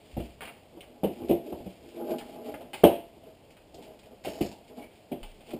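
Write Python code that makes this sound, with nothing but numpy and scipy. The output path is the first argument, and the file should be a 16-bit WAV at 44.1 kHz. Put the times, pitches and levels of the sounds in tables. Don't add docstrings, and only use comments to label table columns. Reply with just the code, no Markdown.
import sys
import numpy as np
from scipy import signal
from scipy.io import wavfile
from scipy.ndimage import uniform_filter1d

SR = 44100
rng = np.random.default_rng(int(sys.argv[2]) if len(sys.argv) > 2 else 0)


def pcm_store(signal):
    levels = np.round(np.clip(np.atleast_2d(signal), -1, 1) * 32767)
    wavfile.write(sys.argv[1], SR, levels.astype(np.int16).T)


N = 246519
TIME = np.arange(N) / SR
EVENT_T = np.arange(int(0.4 * SR)) / SR
ROOM_T60_S = 0.41


def amp(db):
    return 10 ** (np.asarray(db) / 20)


def unit(x):
    return x / np.sqrt(np.mean(x ** 2) + 1e-20)


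def crest(x, size=441):
    return x / np.sqrt(uniform_filter1d(x ** 2, size).max() + 1e-20)


def steady(x, size=1764):
    return x / np.sqrt(abs(uniform_filter1d(x ** 2, size)) + 1e-6 * np.mean(x ** 2))


def read(points, hz):
    table_hz, value = np.transpose(points)
    return np.interp(np.log(hz + 1), np.log(table_hz + 1), value)


def add(mix, start_s, sound):
    part = mix[max(round(start_s * SR), 0):][:len(sound)]
    part += sound[:len(part)]


def colour(x, points, tilt_db_per_oct=0, size=4096):
    hz = abs(np.fft.fftfreq(size, 1 / SR))
    octaves = np.log2(np.clip(hz, 100, 6000) / 1000)
    log_gain = np.log(amp(read(points, hz) + tilt_db_per_oct * octaves))
    spectrum = np.exp(np.conj(signal.hilbert(log_gain)))
    taps = np.fft.ifft(spectrum).real[:size // 2]
    return signal.oaconvolve(x, taps)[:len(x)]


def resonate(x, hz, width_hz):
    r = np.exp(-np.pi * max(width_hz, 1) / SR)
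    if np.ndim(hz) == 0:
        return 2 * signal.lfilter([1 - r], [1, -r * np.exp(2j * np.pi * hz / SR)], x).real
    turn = np.exp(2j * np.pi * np.cumsum(hz) / SR)
    return 2 * (turn * signal.lfilter([1 - r], [1, -r], x / turn)).real


def grains(count, per_s, spread_db):
    size, sign, chance = rng.random((3, count))
    hit = chance < per_s / SR
    level_db = spread_db * np.minimum(-np.log(size[hit]), 4)
    out = np.zeros(count)
    out[hit] = amp(level_db) * np.sign(sign[hit] - 0.5)
    return out


def room(x, wet_db, early_db=-1, early_s=0.0099, t60_s=ROOM_T60_S):
    taps = rng.standard_normal(len(EVENT_T)) * (EVENT_T > 0.002)
    tail = taps * np.exp(-np.log(1000) * EVENT_T / t60_s)
    early = taps * np.exp(-EVENT_T / early_s)
    response = tail / np.linalg.norm(tail) + amp(early_db) * early / np.linalg.norm(early)
    response = amp(wet_db) * response
    response[0] += 1
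    return signal.fftconvolve(x, response)[:len(x)]


def crumple(decay_s, per_s, crackle_db):
    run = grains(len(EVENT_T), per_s, spread_db=3) * np.exp(-EVENT_T / max(decay_s, 0.001))
    run = amp(crackle_db) * run / (np.linalg.norm(run) + 1e-9)
    run[0] += 1
    return run


def ring(hz, t60_s):
    return np.exp((2j * np.pi * hz - np.log(1000) / max(t60_s, 0.01)) * EVENT_T)


def pressure(rows, db, idle_db=-120, build=1.26, ease=1.8):
    power = amp(idle_db) ** 2
    for (start_s, swell_s, release_s, *_), peak in zip(rows, amp(db)):
        rise = np.clip((TIME - start_s) / swell_s, 0, 1)
        fall = np.clip(1 - (TIME - start_s - swell_s) / release_s, 0, 1)
        power = power + (peak * rise ** build * fall ** ease) ** 2
    return np.sqrt(power)


# (frequency [Hz], relative density [dB])
AIR_COLOUR = [(12, -45), (20, -2), (64, 2), (163, -0.5), (326, -0.5), (526, -0.5), (652, 0), (1240, -19),
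              (1820, -20), (2150, -17), (3150, -14.5), (3810, -21.5), (5080, -19.5), (6000, -36.5),
              (7800, -61), (13200, -120)]


def air(level_db=-56.5):
    return amp(level_db) * unit(colour(rng.standard_normal(N), AIR_COLOUR))


# (time [s], swell [s], release [s], level before trim [dB])
RUSTLE_STROKES = [(-0.1, .33, .25, -56), (0.52, .05, 0.27, -66.5), (1.1, 0.036, 0.53, -58.5),
                  (1.43, 0.043, 0.54, -58.5), (1.68, 0.022, 0.29, -60), (1.79, 0.11, 0.93, -59),
                  (2.052, 0.066, 0.095, -50), (2.2, 0.1, 0.32, -58), (2.42, 0.052, 0.23, -54),
                  (2.74, 0.071, 0.2, -57), (3.2, .055, .4, -70), (3.79, 0.031, .25, -58.5),
                  (4.01, 0.052, 0.093, -63.5), (4.61, 0.076, .12, -62.5), (4.73, 0.061, 0.12, -58),
                  (4.91, 0.033, .25, -63.5), (5.24, 0.019, 0.33, -60.5), (5.43, 0.075, 0.14, -53.5)]
# (frequency [Hz], relative density [dB])
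PAPER_COLOUR = [(300, -30), (900, -6.5), (1400, -2), (1800, -2.5), (2300, 4), (3100, 3), (3900, -5.5),
                (5000, -7), (6000, -25), (8000, -46.5)]


def rustle(trim_db=-1, layer_count=5, idle_db=-77.5):
    *_, db = np.transpose(RUSTLE_STROKES)
    layers = sum(room(grains(N, per_s=90, spread_db=3), wet_db=-2) for _ in range(layer_count))
    crackle = colour(layers, PAPER_COLOUR, tilt_db_per_oct=5)
    return pressure(RUSTLE_STROKES, db + trim_db, idle_db) * steady(crackle, size=4410)


# (time [s], swell [s], release [s], level [dB], hollow note [Hz], lid hum before trim [dB])
SLIDE_PUSHES = [(0.72, 0.018, 0.17, -69, 445, -50.5), (0.85, 0.031, 0.54, -56, 490, -61),
                (0.95, 0.027, 0.035, -53.5, 457, -59), (1.14, 0.1, 0.11, -46.5, 333, -35),
                (1.426, 0.042, 0.27, -60, 345, -37), (1.588, .015, .12, -49.5, 352, -42),
                (1.81, 0.049, 0.14, -54.5, 430, -47.5), (1.91, 0.11, 0.2, -38.5, 435, -35),
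                (2.06, 0.057, 0.12, -30, 340, -33), (2.15, 0.08, 0.3, -46, 310, -64),
                (2.22, 0.17, 0.65, -44, 400, -52), (2.43, 0.057, 0.088, -36, 474, -66),
                (2.6, 0.042, 0.056, -49, 560, -62.5), (3.145, 0.03, 0.043, -62, 428, -51),
                (3.235, 0.038, 0.11, -48.5, 348, -62), (3.76, .14, 0.12, -48, 380, -70),
                (4.02, 0.054, 0.046, -52.5, 560, -66), (4.1, 0.03, 0.043, -47.5, 480, -70),
                (4.29, 0.072, 0.16, -42.5, 466, -57), (4.68, 0.035, 0.1, -47.5, 447, -54),
                (4.754, 0.031, 0.13, -41.5, 340, -52), (5.459, 0.049, 0.24, -45, 350, -57)]
# (frequency [Hz], width [Hz], gain [dB])
SLIDE_WALLS = [(299, 11.7, 2.5), (441, 22, 3), (642, 26, -2)]
# (frequency [Hz], relative density [dB])
RUB_COLOUR = [(60, -38), (140, -14.5), (220, 2.5), (330, -7.5), (480, -5), (680, -4), (850, -4.5),
              (1100, -21), (1600, -27), (3000, -68), (6000, -65)]


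def slides(hollow_db=-5, hollow_width_hz=50, lid_trim_db=-2, lid_hz=345, lid_width_hz=10, idle_db=-69):
    start_s, swell_s, _, db, note_hz, hum_db = np.transpose(SLIDE_PUSHES)
    jerks = room(grains(N, per_s=900, spread_db=-1), wet_db=-0.5)
    body = colour(jerks, RUB_COLOUR)
    walls = sum(amp(gain_db) * resonate(body, hz, width_hz) for hz, width_hz, gain_db in SLIDE_WALLS)
    hollow = resonate(body, np.interp(TIME, start_s + swell_s, note_hz), hollow_width_hz)
    rub = steady(unit(body) + unit(walls) + amp(hollow_db) * unit(hollow))
    lid = steady(resonate(body, lid_hz, lid_width_hz))
    rub = rub * pressure(SLIDE_PUSHES, db, idle_db)
    return rub + lid * pressure(SLIDE_PUSHES, hum_db + lid_trim_db)


# (time [s], envelope peak [dB], frequency [Hz], decay time constant [s])
CAMERA_NUDGES = [(0.13, -40, 60.4, 0.084), (5.214, -39, 28.5, 0.06)]


def nudges(rise_s=0.014):
    out = np.zeros(N)
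    for start_s, db, hz, decay_s in CAMERA_NUDGES:
        swell = (1 - np.exp(-EVENT_T / rise_s)) * np.exp(-EVENT_T / decay_s)
        wobble = swell / swell.max() * np.sin(2 * np.pi * hz * EVENT_T)
        add(out, start_s, -amp(db) * wobble)
    return out


# (frequency [Hz], relative density [dB])
SLAP_COLOUR = [(500, -17), (1300, -21.5), (1700, -19), (2300, -11), (2900, -5), (3400, -11), (4000, -21),
               (5000, -23), (6000, -37), (8000, -66)]


def wrapping_slap(layer_count=4):
    layers = sum(room(crumple(decay_s=0.0014, per_s=2500, crackle_db=8.5), wet_db=9.5)
                 for _ in range(layer_count))
    return colour(layers, SLAP_COLOUR)


# (time [s], box [dB], panel note [Hz], floor thump [dB], paper slap [dB], panel ring re blow [dB],
#  brightness [dB/octave], landing time constant [s])
BOX_KNOCKS = [(0.167, -23.5, 249.6, -30, -54, -5.5, -4.5, 0.0025),
              (0.196, -31.5, 234, -36, -48.5, 4.5, 7, 0.0038), (0.772, -38, 430, -65, -70, -9, 2.5, 0.0016),
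              (1.033, -16.5, 482, -52, -42, -17, -3, 0.0019),
              (1.04, -18, 196, -38, -43, -7.5, -0.5, 0.0063),
              (1.215, -30.5, 248, -43, -57, -1.5, 1, 0.0025),
              (1.293, -13.5, 229.8, -39.5, -42.5, -5.5, -4, 0.0027),
              (1.308, -9.5, 345, -39, -39.5, 1.5, -2.5, 0.0028),
              (1.522, -25.5, 339, -42.5, -58, -8, 1.5, 0.0015), (1.602, -34, 345, -48, -66, 9, 1, 0.001),
              (1.658, -29, 188, -46.5, -56, 1, -1.5, 0.0045), (2.606, -38, 690, -67, -54, -4, 10.5, 0.0022),
              (2.835, -0.5, 331.3, -35, -23.5, -9, 1, 0.0025), (2.847, -14.5, 303, -31, -35, -7, 4, 0.0017),
              (3.233, -45, 667, -91, -62, 6, 6, 0.00096), (3.329, -54, 640, -65, -76, 6, -3, 0.0022),
              (3.74, -40.5, 320, -51, -73, -4, 3.5, 0.0018), (3.78, -38.5, 307, -74, -61, -9, -0.5, 0.0021),
              (4.253, -32.5, 642, -48, -41, -4, 10, 0.0051),
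              (4.267, -25, 639.4, -55, -45, -5.5, -2.5, 0.0042),
              (4.408, -14.5, 207.4, -31, -38, -7.5, -3.5, 0.0019),
              (4.777, -35, 327, -62, -76, 1, 1, 0.0021), (5.115, -22, 253.5, -49, -46, -6, -3, 0.0053),
              (5.534, -25, 228, -48, -72, -4, -4.5, 0.00082)]
# (frequency [Hz], relative level before tilt [dB], t60 [s])
BOX_RINGS = [(185, 1.5, 0.12), (225, -9.5, 0.26), (339, 8.5, 0.08), (501, -17, 0.15), (582, 1.5, 0.23),
             (680, -4, 0.45), (752, -6, 0.2), (815, -12.5, 0.29), (886, -20, 0.31), (880, -46, 0.81),
             (1020, -23, 0.2)]
# (frequency [Hz], relative density [dB])
BLOW_COLOUR = [(60, -51), (130, -10.5), (190, 0), (250, -0.5), (330, 7), (480, 3), (700, 0), (900, -10.5),
               (1100, -20.5), (1600, -30), (3000, -73)]
# (frequency [Hz], relative density [dB])
THUMP_COLOUR = [(20, -11), (45, -2), (65, 5), (110, 2), (160, -1.5), (300, -59), (800, -81)]


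def knocks(walls_db=-4, panel_t60_s=0.2, box_trim_db=-7, thump_trim_db=-3, slap_trim_db=-3):
    out, click = np.zeros(N), signal.unit_impulse(len(EVENT_T))
    box_push, floor_push = colour(click, BLOW_COLOUR), colour(click, THUMP_COLOUR)
    mode_hz, mode_db, _ = np.transpose(BOX_RINGS)
    modes = np.array([ring(hz, t60_s) for hz, _, t60_s in BOX_RINGS])
    for start_s, db, note_hz, thump_db, slap_db, panel_db, tilt_db, landing_s in BOX_KNOCKS:
        rise = 1 - np.exp(-EVENT_T / max(landing_s, 0.0003))
        phase = np.exp(2j * np.pi * rng.random(len(modes)))
        mode_gain = amp(mode_db + tilt_db * np.log2(mode_hz / note_hz))
        walls = ((phase * mode_gain) @ modes).real
        tilted_push = colour(box_push, [(100, 0.012), (6000, 0)], tilt_db)
        blow = room(tilted_push, wet_db=-0.5, t60_s=0.33)
        panel = ring(note_hz, panel_t60_s).imag
        hollow = crest(blow) + amp(walls_db) * crest(walls) + amp(panel_db) * crest(panel)
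        thump = room(floor_push, wet_db=6.5)
        slap = wrapping_slap()
        add(out, start_s, amp(db + box_trim_db) * crest(rise * hollow))
        add(out, start_s, amp(thump_db + thump_trim_db) * crest(rise * thump))
        add(out, start_s, amp(slap_db + slap_trim_db) * crest(rise * slap))
    return out


# (time [s], level [dB], crumple time constant [s], brightness [dB/octave], sheet flap [dB])
PAPER_SNAPS = [(0.4081, -32, 0.036, -7.5, -43), (0.4189, -35.5, 0.0057, -3.5, -39),
               (0.4328, -36.5, 0.0071, -6, -41), (0.4534, -36.5, 0.0057, -1, -53),
               (0.4757, -36.5, 0.011, -4.5, -41.5), (0.8076, -37.5, 0.001, 1.5, -67),
               (0.8291, -48, 0.008, -4.5, -51), (1.286, -41, 0.015, 6, -67),
               (2.1845, -36, 0.0064, 7, -43.5), (2.2112, -38.5, 0.005, -9, -57),
               (2.5411, -34.5, 0.0038, -9.5, -34), (2.7333, -31, 0.01, -1.5, -35.5),
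               (2.7422, -33, 0.027, 2, -40), (3.506, -50, 0.008, 7, -74), (3.569, -50, 0.0069, -4, -78),
               (3.7448, -45, 0.012, 17, -53), (3.8252, -46.5, 0.011, 7, -49.5),
               (3.992, -48.5, 0.0038, 6, -67), (4.033, -52.5, 0.004, -2, -53),
               (4.2487, -35.5, 0.02, -2, -32), (4.356, -46.5, 0.011, 14, -60),
               (4.5157, -43.5, 0.033, 9.5, -42.5), (4.8274, -47.5, 0.021, -1, -49),
               (4.91, -55, 0.006, -3, -57.5), (5.231, -37, 0.0025, 0.5, -46),
               (5.4076, -49.5, 0.0072, 1, -55), (5.5074, -41, 0.0032, 1, -71)]
# (frequency [Hz], relative density [dB])
FLAP_COLOUR = [(60, -35), (200, 4.5), (400, 1), (680, 5.5), (850, 10.5), (1100, -17), (2000, -33.5),
               (6000, -40.5)]


def snaps(snap_trim_db=-8, flap_trim_db=-4):
    out = np.zeros(N)
    for start_s, db, decay_s, tilt_db, flap_db in PAPER_SNAPS:
        run = room(crumple(decay_s, per_s=770, crackle_db=-2), wet_db=-0.5)
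        snap = colour(run, PAPER_COLOUR, tilt_db)
        flap = colour(run, FLAP_COLOUR)
        add(out, start_s, amp(db + snap_trim_db) * crest(snap))
        add(out, start_s, amp(flap_db + flap_trim_db) * crest(flap))
    return out


# (time [s], swell [s], release [s], level before trim [dB])
SCRUNCH_GRIPS = [(4.236, 0.0064, 0.37, -49.5), (4.404, 0.0072, 0.15, -43)]
# (frequency [Hz], relative density [dB])
SCRUNCH_COLOUR = [(400, 6), (1400, -5.5), (2300, 3), (3200, -4.5), (4200, 0.5), (5400, 3.5), (6000, -21),
                  (8000, -34)]


def scrunches(trim_db=1):
    *_, db = np.transpose(SCRUNCH_GRIPS)
    creases = grains(N, per_s=400, spread_db=1.5)
    crackle = colour(room(creases, wet_db=-8), SCRUNCH_COLOUR)
    return pressure(SCRUNCH_GRIPS, db + trim_db) * steady(crackle, size=2646)


# (time [s], swell [s], release [s], level [dB])
SQUEAK_DRAGS = [(4.79, 0.041, 0.11, -55.5)]


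def squeaks(note_hz=2270, width_hz=45):
    *_, db = np.transpose(SQUEAK_DRAGS)
    note = resonate(rng.standard_normal(N), note_hz, width_hz)
    return pressure(SQUEAK_DRAGS, db) * steady(note)


def scene():
    handling = rustle() + slides() + knocks() + snaps() + scrunches() + squeaks()
    return (air() + nudges() + handling)[None]


def record(dry, hold_hz=12000, hold_count=4, edge_hz=15450):
    fast_hz = hold_hz * hold_count
    fast = signal.resample_poly(dry, fast_hz, SR, axis=1)
    held = np.repeat(fast[:, ::hold_count], hold_count, axis=1)
    steps = signal.resample_poly(held, SR, fast_hz, axis=1)[:, :N]
    low_pass = signal.firwin(511, edge_hz, window=("kaiser", 9), fs=SR)
    return signal.oaconvolve(steps, low_pass[None], "same")


dry = scene()
out = record(dry)
pcm_store(out)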